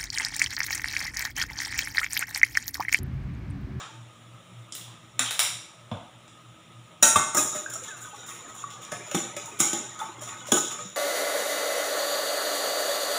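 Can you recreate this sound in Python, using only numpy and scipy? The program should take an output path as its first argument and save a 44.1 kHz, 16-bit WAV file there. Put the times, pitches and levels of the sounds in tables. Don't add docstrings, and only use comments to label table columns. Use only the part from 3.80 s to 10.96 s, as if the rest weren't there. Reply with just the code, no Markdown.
import sys
import numpy as np
from scipy import signal
from scipy.fft import rfft, irfft, next_fast_len
from scipy.io import wavfile
from scipy.ndimage import uniform_filter1d, map_coordinates

SR = 44100
rng = np.random.default_rng(int(sys.argv[2]) if len(sys.argv) > 2 else 0)


def boost_factor(decibels):
    exponent = np.asarray(decibels, float) / 20
    return 10 ** exponent


def transcribe(signal):
    frames = np.atleast_2d(signal).T
    limited = np.clip(frames, -1, 1)
    pcm = np.round(limited * 32767).astype(np.int16)
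    wavfile.write(sys.argv[1], SR, pcm)


N = 315756
TAIL = 3 << 13
ROOMY = 1 << 15
BEFORE = 4096
LONG = next_fast_len(N + TAIL)

# start in seconds, peak level in dB, then thud, body and edge
# in dB against the peak.
RIM = [
    (3.2245, -8.5, -21.5, -12, -9),
    (3.2784, -19, -42, -11, -15.5),
    (3.357, -21, -14, 0, -3),
]
# start in seconds, peak level in dB, then thud, body and edge
# in dB against the peak.
CLINKS = [(3.546, -16, -21, -9.5, -15), (3.898, -30.5, -29, -33, -11), (3.934, -28, -32, -13, -13),
          (5.117, -30.5, -13, -2, -0.5), (5.3118, -30.5, -19, -7, 0), (5.3455, -20, -7.5, -8.5, -5),
          (5.564, -31, -15, -5, -1), (5.6565, -34.5, -32, -9, -12), (5.8007, -12.5, -15.5, -14, -14.5),
          (5.9295, -25, -6, -7, 1.5), (6.7175, -12.5, -15, -15, -7.5), (6.852, -38, -39, -31, 11),
          (6.987, -47, -34, 7, 10)]
# start in seconds, peak level in dB, then body and edge
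# in dB against the peak.
SWIPES = [(3.565, -1.5, -11.5, -19), (3.597, -42, -7, -39), (3.7456, -20.5, -0.5, -9.5),
          (4.0273, -27.5, -9, 0), (4.1627, -33, 1.5, -7), (4.2065, -25.5, -30, -19), (4.3452, -36, -4, -2),
          (4.4605, -28.5, -14, -11), (4.482, -26.5, -0.5, -4.5), (4.543, -31.5, -5, 1),
          (4.6831, -37, 9, -13), (4.7407, -29.5, 4, -26), (4.9, -35.5, -43, 11), (5.0139, -31, -6, 2),
          (5.262, -35, -5, 7), (5.4344, -44, -13, -28), (5.792, -7.5, -15, -6.5), (6.19, -26.5, 11, -8),
          (6.4109, -24.5, -6, -9), (6.47, -30.5, 8, 3), (6.665, -24, -13, 0), (6.755, -12.5, -8, -11),
          (6.9015, -25, 3, 2), (7.0244, -47, -10, 9)]
BOWL_HZ = [265, 345, 615, 788, 899, 1067, 1125, 1270, 1357, 1513, 1873, 2120, 2640, 3400, 3550, 3760, 3900,
           5782, 5932, 6541, 6713, 6891, 7063, 7214, 7542, 9044, 9604, 9970]
# level in dB, T60 in seconds.
BOWL = [(-3.5, 0.1), (11, 0.14), (12, 0.075), (11, 0.11), (-2.5, 0.66), (-26, 0.48), (3.5, 0.28),
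        (16, 0.085), (-17, 0.15), (4.5, 0.12), (-3, 0.6), (5, 0.21), (-21, 0.32), (2, 0.049), (9, 0.07),
        (1, 0.07), (12, 0.027), (-7, 0.027), (11, 0.12), (7, 0.2), (9, 0.2), (11, 0.2), (9, 0.2), (5, 0.2),
        (-24, 1), (-4, 0.53), (-27, 0.27), (-16, 0.21)]


def unit(x):
    return x / np.sqrt(np.mean(x ** 2, axis=-1, keepdims=True) + 1e-20)


def along(points, hz):
    f, v = np.transpose(points)
    return np.interp(np.log(hz + 1), np.log(f + 1), v)


def curves(rows):
    s, *cols = np.transpose(rows)
    return [np.interp(np.arange(N) / SR, s, c) for c in cols]


def wobble(rate):
    knots = rng.standard_normal(int(N * rate / SR) + 4)
    return map_coordinates(knots, [np.arange(N) * rate / SR])


def causal(db):
    cepstrum = irfft(np.log(boost_factor(db) + 1e-6))
    half = cepstrum.shape[-1] // 2
    cepstrum[..., 1:half] *= 2
    cepstrum[..., half + 1:] = 0
    return np.exp(rfft(cepstrum))


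def noise(spectrum, spiky_db=0):
    strength_db = spiky_db * np.minimum(rng.exponential(size=LONG), 5)
    hail = rng.standard_normal(LONG) * boost_factor(strength_db)
    gain = boost_factor(along(spectrum, np.fft.rfftfreq(LONG, 1 / SR)))
    return irfft(rfft(unit(hail)) * gain)[:N]


def patchy(x, depth_db):
    z = signal.stft(x, nperseg=512)[2]
    field = uniform_filter1d(rng.standard_normal(z.shape), size=4, axis=0)
    field = uniform_filter1d(field, size=7, axis=1)
    return signal.istft(z * boost_factor(depth_db * field / field.std()), nperseg=512)[1][:N]


def tails(count):
    # frequency in Hz, T60 in seconds.
    decay = [(150, 0.32), (700, 0.54), (2000, 0.59), (7000, 0.6), (14000, 0.32)]
    hz, t, z = signal.stft(rng.standard_normal((count, TAIL)), SR, nperseg=256)
    fall = boost_factor(-60 * t / np.abs(along(decay, hz))[:, None])
    tail = signal.istft(z * fall, SR, nperseg=256)[1][:, :TAIL]
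    tail *= np.clip(np.arange(TAIL) / SR / 0.0024, 0, 1) ** 2
    return unit(tail) / np.sqrt(TAIL)


def placed(times, sounds, wet_db):
    answers = rfft(tails(count=12), ROOMY)
    answers = answers[np.arange(len(times)) % len(answers)]
    heard = irfft(rfft(sounds, ROOMY) * (1 + boost_factor(wet_db) * answers))
    out = np.zeros(BEFORE + N + ROOMY)
    for s, sound in zip(times, heard):
        out[BEFORE + round(s * SR):][:ROOMY] += sound
    return out[BEFORE:][:N]


def rings(count, scatter_db, hz=BOWL_HZ, levels=BOWL, blur=.12):
    db, t60 = np.transpose(levels)[:, :, None]
    hz = np.c_[hz]
    t = np.arange(TAIL) / SR
    wander = np.cumsum(rng.standard_normal((len(hz), TAIL)), axis=1)
    phase = 2 * np.pi * hz * t + blur * (hz / 7000) ** 2 * wander
    modes = boost_factor(db - 60 * t / np.abs(t60)) * np.sin(phase)
    spots = boost_factor(scatter_db * rng.standard_normal((count, len(hz))))
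    return unit(spots @ modes) / np.sqrt(TAIL)


def chatter(count, shape, grain_db):
    z = rfft(rng.standard_normal((count, TAIL)) * shape)
    contacts = boost_factor(grain_db * rng.standard_normal((count, TAIL // 64)))
    even = irfft(z / np.sqrt(np.abs(z) + 1e-9)) * np.sqrt(shape) * np.repeat(contacts, 64, axis=1)
    return unit(even) * np.sqrt(np.mean(shape ** 2))


def struck(rows, material, rise, t60, lumpy_db, ring=None, grain_db=0):
    # frequency in Hz,
    # lift in dB per Hz above the event's own level.
    bands = [(90, 19.5), (300, 23), (1150, 11), (3300, 8.5), (7500, 7), (14000, 24)]
    t, hz = np.arange(TAIL) / SR, np.fft.rfftfreq(TAIL, 1 / SR)
    onset = (1 - np.exp(-t / rise)) ** 2
    shape = boost_factor(-60 * t / t60) * onset
    knots, lift = np.transpose(bands)
    colour = np.array([db + along(np.c_[knots, lift + [thud, thud, body, edge, 0, air]], hz)
                       for s, db, thud, body, edge, air in rows])
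    lumps = uniform_filter1d(rng.standard_normal(colour.shape), size=120)
    lumps = unit(uniform_filter1d(lumps, size=120))
    lumps *= lumpy_db / (1 + (hz / 5000) ** 2)
    filtered = causal(colour + along(material, hz) + lumps)
    sound = rfft(chatter(len(rows), shape, grain_db)) * filtered
    if ring is not None:
        sound += rfft(ring * onset) * causal(colour)
    return irfft(sound)


def pockets(db, hz, t60, size):
    t = np.arange(size) / SR
    bend = 0.061 * rng.standard_normal(hz.shape)
    envelope = boost_factor(db - 60 * t / t60) * (1 - np.exp(-t / 0.0014)) ** 2
    return envelope * np.sin(2 * np.pi * hz * (t + bend * t * t / t60))


def fan():
    # time in seconds, level in dB.
    rotor = [(0, -45), (.55, -43), (.85, -53), (1.5, -42.5), (1.9, -56), (2.6, -57.5), (3.1, -51),
             (3.9, -46), (4.7, -58), (6.0, -59), (6.45, -49.5), (7.16, -72)]
    throbs = [-1, -6.5, 6.5, 1.5, -3, 1, 0.5, 1.5, 0, 1, -2, -1.5, -11, -3.5, -4, -2, 0, 3.5, -3, -2, 2.5,
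              2.5, -0.5]
    # frequency in Hz, level in dB per Hz.
    air = [(25, 16), (60, 0.5), (95, 6), (118, 17), (140, 7.5), (180, 12.5), (212, -1.5), (232, 11),
           (252, -3), (298, -2), (320, 11), (345, 0), (430, -4), (560, 1.5), (620, 4), (700, -2.5),
           (1150, -3), (1260, 6), (1400, -6), (2700, -5), (16000, -10)]
    mains_hz, beat_hz, in_step_s, first_throb_s = 120.07, 3.2, .8, .175
    mains_db, side_db, swell_db = -55, -73, 5.5
    t = np.arange(N) / SR
    turn = 2 * np.pi * (t - in_step_s)

    def line(order):
        level = boost_factor(2 * wobble(10.0))
        return level * np.sin((mains_hz - order * beat_hz) * turn + .45 * wobble(2.0))

    hum = boost_factor(mains_db) * line(0) + boost_factor(curves(rotor)[0]) * line(1) + boost_factor(side_db) * line(2)
    gusts_db = -56.5 + 12.0 + .5 * wobble(1.5) + 0.18 * wobble(16)
    breeze = boost_factor(gusts_db) * patchy(noise(air), depth_db=1.6)
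    throb_db = np.interp(t, first_throb_s + np.arange(len(throbs)) / beat_hz, throbs)
    swell = boost_factor(throb_db + 7.5 + swell_db * (np.cos(beat_hz * turn) - 2.1))
    return swell * hum + breeze


def spoons():
    # start in seconds, peak level in dB, then body, edge and air
    # in dB against the peak.
    clicks = [(-0.015, -34.5, 3, -9.5, -50), (0.017, -54, 6, 9, -38), (0.922, -27.5, -37, -19.5, -43),
              (0.951, -35, -20, -8.5, -8.5), (0.9798, -51, 0, -6, -26), (1.01, -53, -30, 9, -22),
              (1.08, -57.5, 11, -11, -29), (1.392, -18.5, -3.5, -11, -22.5), (1.4232, -58, -4, 4.5, -27),
              (1.4598, -42.5, -20, 11.5, -30), (1.508, -26, -7, -10, -15), (1.5921, -17, -9, -10.5, -13),
              (1.6, -18, -17, -15.5, -21), (2.479, -47.5, -12, -12, -45)]
    # start in seconds, peak level in dB, then thud, body and edge
    # in dB against the peak.
    bottle_rows = [
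        (2.1135, -49.5, 8.5, 7.5, 12),
    ]
    # frequency in Hz, level in dB.
    plastic = [(800, -0.5), (1200, -4), (1800, 0.5), (3800, 4), (4700, 7.5), (5600, 3.5), (7000, -3),
               (9000, 2.5)]
    # frequency in Hz, level in dB.
    table_top = [(50, 0), (125, 6), (250, 4), (400, -10.5), (600, 9), (1000, 5), (2000, -10.5), (3500, -5)]
    thud_db, thud_grows, bottle_air_db = -51.5, 0.33, -28
    rows = [(s, db, thud_db + thud_grows * db - db, body, edge, air) for s, db, body, edge, air in clicks]
    rattle = boost_factor(11) * struck(rows, plastic, rise=.0006, t60=.016, lumpy_db=.6)
    bottle = boost_factor(5.5) * struck([(*bottle_rows[0], bottle_air_db)], table_top,
                               rise=0.00059, t60=0.056, lumpy_db=0.0)
    return placed([row[0] for row in clicks + bottle_rows], np.r_[rattle, bottle], wet_db=4.0)


def plops():
    # start in seconds, peak level in dB, pitch in Hz, T60 in seconds.
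    bursts = [(3.356, -19, 1144, 0.063), (3.732, -39, 1273, 0.051), (3.768, -34.5, 1280, 0.019),
              (3.861, -24, 1556, 0.023), (3.955, -35.5, 1310, 0.034), (4.248, -40, 1495, 0.044),
              (4.329, -44.5, 830, 0.1), (4.839, -23.5, 1174, 0.02), (6.214, -28.5, 858, 0.071),
              (6.686, -34.5, 588, 0.045), (6.77, -30.5, 1278, 0.083)]
    pings = [(3.2311, -9.5, 3954, 0.024), (3.3614, -29, 3644, 0.039), (3.5844, -29.5, 3920, 0.032),
             (4.0544, -50, 3500, 0.041), (4.4857, -41.5, 3620, 0.024), (5.0294, -49, 3560, 0.046),
             (5.3453, -40, 3180, 0.011), (5.8067, -32, 3830, 0.033), (6.2003, -30.5, 3520, 0.017),
             (6.4894, -41.5, 3480, 0.03), (6.7201, -14.5, 3410, 0.017)]
    knocks = [(0.091, -57, 880, 0.51), (3.749, -39.5, 617, 0.2), (3.954, -44, 630, 0.06),
              (4.019, -47, 506, 0.081), (5.125, -27.5, 616, 0.026), (5.316, -33, 571, 0.045),
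              (5.566, -34, 584, 0.068), (5.678, -42, 893, 0.064), (5.932, -40.5, 834, 0.21),
              (6.419, -39.5, 595, 0.056), (6.986, -49, 595, 0.16)]
    thuds = [(1.399, -45, 261, 0.15), (2.114, -43, 99.6, 0.061), (2.12, -30.5, 111, 0.12),
             (3.359, -27.5, 106, 0.079), (3.577, -36, 279.5, 0.16), (5.123, -43, 148, 0.068),
             (5.345, -28, 191.3, 0.11), (6.29, -42.5, 342, 0.062), (6.718, -24, 226, 0.066),
             (6.722, -29.5, 336, 0.11), (7.052, -42.5, 193, 0.14)]
    clacks = [
        (.923, -23, 5230, 0.013),
        (0.925, -39, 3240, .02),
        (.924, -40, 8700, .012),
        (.952, -46, 3370, 0.018),
        (.952, -42, 9500, .012),
        (1.392, -12, 7260, 0.021),
        (1.393, -23.5, 1260, 0.014),
        (1.462, -40, 3300, .02),
        (1.6, -32, 9250, .02),
    ]
    s, db, hz, t60 = np.transpose(bursts + pings + knocks + thuds + clacks)[:, :, None]
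    return placed(s[:, 0], pockets(db + 9.5, hz, t60, size=TAIL // 2), wet_db=-7)


def froth(count=1500, size=1792):
    draw = rng.random((count, 1))
    hz = np.clip(1300 * np.exp(.65 * rng.standard_normal((count, 1))), 400, 4200)
    size_db = np.minimum(3.5 * rng.exponential(size=(count, 1)), 6)
    grains = pockets(size_db, hz, 0.058 + 25 / hz, size=size)
    where = (draw * N).astype(int) + np.arange(size)
    return unit(np.bincount(where.ravel(), grains.ravel(), N + size)[:N])


def wake():
    grows, rise_s, t60_s = 0.96, 0.024, 0.65
    s, db = np.transpose([row[:2] for row in RIM + CLINKS + SWIPES])[:, :, None]
    since = np.maximum(np.arange(0, N, 64) / SR - s, 0)
    shake = boost_factor(grows * db - 60 * since / t60_s) * (1 - np.exp(-since / rise_s))
    return np.repeat(shake.sum(axis=0), 64)[:N]


def stirring():
    # time in seconds, effort in dB.
    drag_effort = [(3.3, -31), (3.6, -58), (3.87, -48), (4.01, -47), (4.3, -45.5), (4.89, -48.5),
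                   (5.3, -45), (5.42, -44), (5.6, -44.5), (5.85, -44), (6.21, -45.5), (6.52, -43),
                   (6.7, -45), (6.9, -52), (7.0, -45), (7.05, -52), (7.16, -53)]
    starts_s = 3.5
    hiss_db, slosh_db = -12, -19
    hiss_wake_db, slosh_wake_db = -27.5, -38
    effort = boost_factor(curves(drag_effort)[0]) * (np.arange(N) / SR > starts_s)
    shake = wake()

    hiss = (boost_factor(hiss_db) * effort + boost_factor(hiss_wake_db) * shake) * boost_factor(9.0 + 3.5 * wobble(15))
    hiss *= noise([(1800, -38), (2600, -16.5), (4000, -6.0), (5800, -4.5), (7000, 0.5), (8200, -7.5),
                   (10000, -7.5), (15000, -8)], spiky_db=6.0)
    scrape = effort * boost_factor(2 + 4.5 * wobble(22))
    scrape *= noise([(600, -15), (850, -10.5), (1700, -5.0), (2400, -8.5), (4000, -85)], spiky_db=1.0)
    slosh = (boost_factor(slosh_db) * effort + boost_factor(slosh_wake_db) * shake) * boost_factor(13.5 + 3.5 * wobble(25))
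    slosh *= noise([(50, -50), (110, -15), (200, 1.0), (350, 5.0), (600, -4.5), (900, -39), (1500, -43)])

    steel = signal.fftconvolve(hiss + scrape, rings(1, scatter_db=4)[0])[:N]
    near = hiss + scrape + slosh + boost_factor(-3.0) * steel + boost_factor(-6.5) * effort * froth()
    return near + boost_factor(-9.0) * signal.fftconvolve(near, tails(1)[0])[:N]


def singing():
    # start in seconds, peak level in dB, pitch in Hz, T60 in seconds. Modes left
    sings = [(3.226, -24, 1510, 0.45), (3.226, -26.5, 899, 0.77), (3.226, -32, 1858, .6),
             (3.227, -27, 2643, 0.39), (3.226, -28, 594, 0.17), (3.226, -36, 788, 0.6),
             (3.265, -31.5, 1356, 0.68), (3.357, -25, 621, 0.26), (3.357, -26.5, 786, 0.27),
             (3.357, -23, 882, .2), (3.357, -28, 1112, .6), (3.357, -28, 1508, 0.41),
             (3.357, -30.5, 2106, .4), (3.357, -23, 2610, 0.096), (3.357, -32, 3200, 0.27),
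             (3.357, -32, 3700, 0.27), (3.55, -30.5, 349.4, 0.32), (3.549, -28.5, 918, 0.24),
             (3.572, -23.5, 1236, 0.23), (3.572, -21.5, 1648, 0.067), (3.572, -31, 592, .08),
             (3.587, -30, 2530, 0.12), (4.845, -43, 1150, .4), (5.135, -40, 1280, .15),
             (5.14, -41, 714, .3), (5.347, -32, 820, 0.22), (5.347, -35, 1253, .15), (5.375, -39, 2950, .2),
             (5.566, -41, 2290, .12), (5.57, -40, 1288, 0.18), (5.799, -31, 1217, 0.092),
             (5.81, -35.5, 2290, 0.42), (5.802, -35, 3811, .16), (5.81, -47, 600, 0.26),
             (5.84, -32, 826, 0.25), (5.85, -36, 1307, 0.17), (5.932, -40, 300, .15),
             (5.932, -37, 612, 0.14), (6.21, -34, 1240, 0.1), (6.72, -30, 1490, 0.41),
             (6.72, -26, 795, 0.13), (6.72, -35, 2990, 0.23), (6.772, -25, 830, 0.11),
             (6.99, -40.5, 1258, 0.37), (7.0, -42, 490, 0.51),
             (3.216, -40, 6800, .05), (3.226, -8, 5782, .07), (3.228, -13, 5932, .2),
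              (3.226, -14, 6891, .2), (3.228, -12, 6713, .08), (3.575, -22, 6600, .08),
              (2.114, -48, 3500, .2), (2.1135, -30, 5300, .004), (6.72, -22, 6890, .25),
              (6.9029, -30, 10200, .02), (6.9508, -36, 9800, .02), (3.72, -40, 1240, .5),
              (3.358, -15, 1190, .1), (.925, -44, 7400, .2), (.025, -45, 1300, .2), (0, -46, 7000, .3)]
    snap = [
        (3.2778, 6, 6900, .003),
    ]
    # start in seconds, peak level in dB, pitch in Hz,
    # T60 in seconds, glide in Hz per second.
    glides = [
        (3.955, -44, 1420, 0.18, 7000),
        (4.082, -28, 1700, .06, 5000),
        (4.103, -33, 1694, 0.18, -9000),
        (4.149, -39, 1170, .08, 2000),
        (4.215, -44, 1520, .15, 500),
        (4.265, -42, 1180, 0.11, 3000),
        (4.34, -41, 1140, .12, -2000),
        (4.88, -45, 1074, .08, 2000),
        (4.93, -42, 1230, 0.11, -1000),
        (3.41, -26, 1243, 0.18, -2500),
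    ]
    steel_rise_s, glide_rise_s = 0.00036, 0.0031
    t = np.arange(TAIL) / SR
    rows = [(*row, 0, steel_rise_s) for row in sings + snap]
    rows += [(*row, glide_rise_s) for row in glides]
    s, db, hz, t60, glide, rise = np.transpose(rows)[:, :, None]
    bent = glide * t60 / 4 * (t - t60 / 4 * (1 - np.exp(-4 * t / t60)))
    envelope = boost_factor(db - 60 * t / t60) * (1 - np.exp(-t / rise)) ** 2
    tones = envelope * np.sin(2 * np.pi * (hz * t + bent))
    return placed(s[:, 0], tones, wet_db=-10)


def clinks():
    free_hz = [616, 899, 1067, 1125, 1230, 1357, 1513, 1873, 2120, 2643, 3290, 3760, 3900, 5782, 5932, 6545,
               6713, 6890, 7219, 7540, 8436, 9044, 9606, 9970]
    # level in dB, T60 in seconds.
    free_levels = [(-8, 0.4), (-18, .5), (-16, 0.3), (-18, .3), (-15, .3), (-3, 0.53), (-19, 0.35),
                   (-3, 0.46), (-27, 0.28), (-16, 0.23), (-13, 0.25), (-3, 0.17), (-7, 0.17), (9.5, 0.099),
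                   (2, .25), (5.5, 0.34), (5, 0.54), (-17, 0.52), (-5, 0.28), (-8, 0.79), (4, 0.6),
                   (0, 0.55), (-3, 0.32), (4, 0.22)]
    rim_ring_db = [2.5, -20, -4]
    # frequency in Hz, level in dB.
    slap = [(60, -28), (150, -0.5), (500, -8), (2800, -9.5), (3800, -11.5), (5200, -2.5), (6300, 0.5),
            (7000, 1.5), (8000, -5.5), (10000, -2.5)]
    # start in seconds, peak level in dB,
    # edge in dB against the peak.
    tick_rows = [(3.278, -12, 2), (4.362, -39, -3), (4.4383, -38, -8), (4.6256, -41, -8), (4.6994, -36, -8),
                 (4.7474, -43, -13), (4.8309, -31, -7), (4.9037, -31, -12), (5.022, -34, -6),
                 (5.049, -25.5, -6), (5.0814, -39, -10), (5.2435, -54, -12), (5.3755, -16.5, -2),
                 (5.8048, -15, -3), (6.1465, -29, -11), (6.1906, -26.5, 1), (6.38, -40, -8),
                 (6.3939, -34, -8), (6.421, -34, -3), (6.4342, -21.5, -12), (6.656, -31, -10),
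                 (6.6717, -35, -10), (6.7838, -8, -20), (7.004, -25, -8)]
    rim_air_db, clink_air_db, swipe_air_db, swipe_thud_db = -16.5, -18, -15.5, -25.5
    tick_thud_db, tick_body_db, tick_air_db = -33.5, -35, -32
    swipe_lead_s = .006

    free = rings(len(RIM), scatter_db=1.0, hz=free_hz, levels=free_levels, blur=.06)
    free *= boost_factor(13.5 + np.c_[rim_ring_db])
    rim = boost_factor(5.5) * struck([(*row, rim_air_db) for row in RIM], slap,
                            rise=0.0012, t60=0.095, lumpy_db=3, ring=free)

    egg = boost_factor(-60 * np.arange(TAIL) / SR / .35)
    dull = boost_factor(10.0) * egg * rings(len(CLINKS), scatter_db=4)
    square = boost_factor(7.0) * struck([(*row, clink_air_db) for row in CLINKS], slap,
                               rise=0.00099, t60=0.041, lumpy_db=4.5, grain_db=2.5, ring=dull)

    swipes = [(s, db, swipe_thud_db, body, edge, swipe_air_db) for s, db, body, edge in SWIPES]
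    brushed = boost_factor(8.0) * egg * rings(len(SWIPES), scatter_db=-0.5)
    glancing = boost_factor(11.5) * struck(swipes, slap, rise=0.025, t60=0.086, lumpy_db=0.5, grain_db=3.5, ring=brushed)

    rows = [(s, db, tick_thud_db, tick_body_db, edge, tick_air_db) for s, db, edge in tick_rows]
    ticks = boost_factor(2.5) * struck(rows, slap, rise=0.00058, t60=0.01, lumpy_db=13.0)

    times = [row[0] for row in RIM + CLINKS] + [row[0] - swipe_lead_s for row in SWIPES]
    wet_db = [1.5] * len(times) + [-5] * len(ticks)
    times += [row[0] for row in tick_rows]
    return placed(times, np.r_[rim, square, glancing, ticks], wet_db=np.c_[wet_db])


def scene():
    whisk = patchy(clinks(), depth_db=1.8) + patchy(stirring(), depth_db=3)
    return (fan() + spoons() + plops() + singing() + whisk)[None]


def band_limit(x):
    return signal.sosfilt(signal.butter(12, 16850, fs=SR, output="sos"), x)


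def record(dry):
    # frequency in Hz, level in dB.
    resonances = [(900, -1.5), (1250, 2), (1750, -2), (3700, 2), (4600, -17.5), (5750, -4.5), (6250, -12.5),
                  (6950, 0), (8150, -11.5), (9400, -5), (11000, -16.5), (12500, -26), (15000, -14.5),
                  (15600, -15)]
    shelf_hz, top_hz = 15620, 16850
    hz = np.fft.rfftfreq(LONG, 1 / SR)
    bass_cut_db = 10 * np.log10(1 + (85 / (hz + 1)) ** 5)
    heard = irfft(rfft(dry, LONG) * causal(along(resonances, hz) - bass_cut_db), LONG)
    heard = heard / (1 + np.abs(heard) ** 6) ** (1 / 6)
    shelf = boost_factor(-21 * (1 + np.tanh((hz - shelf_hz) / 25)))
    heard = irfft(rfft(heard) * shelf * (hz < top_hz), LONG)[:, :N]
    return band_limit(heard)


dry = scene()
out = record(dry)
transcribe(out)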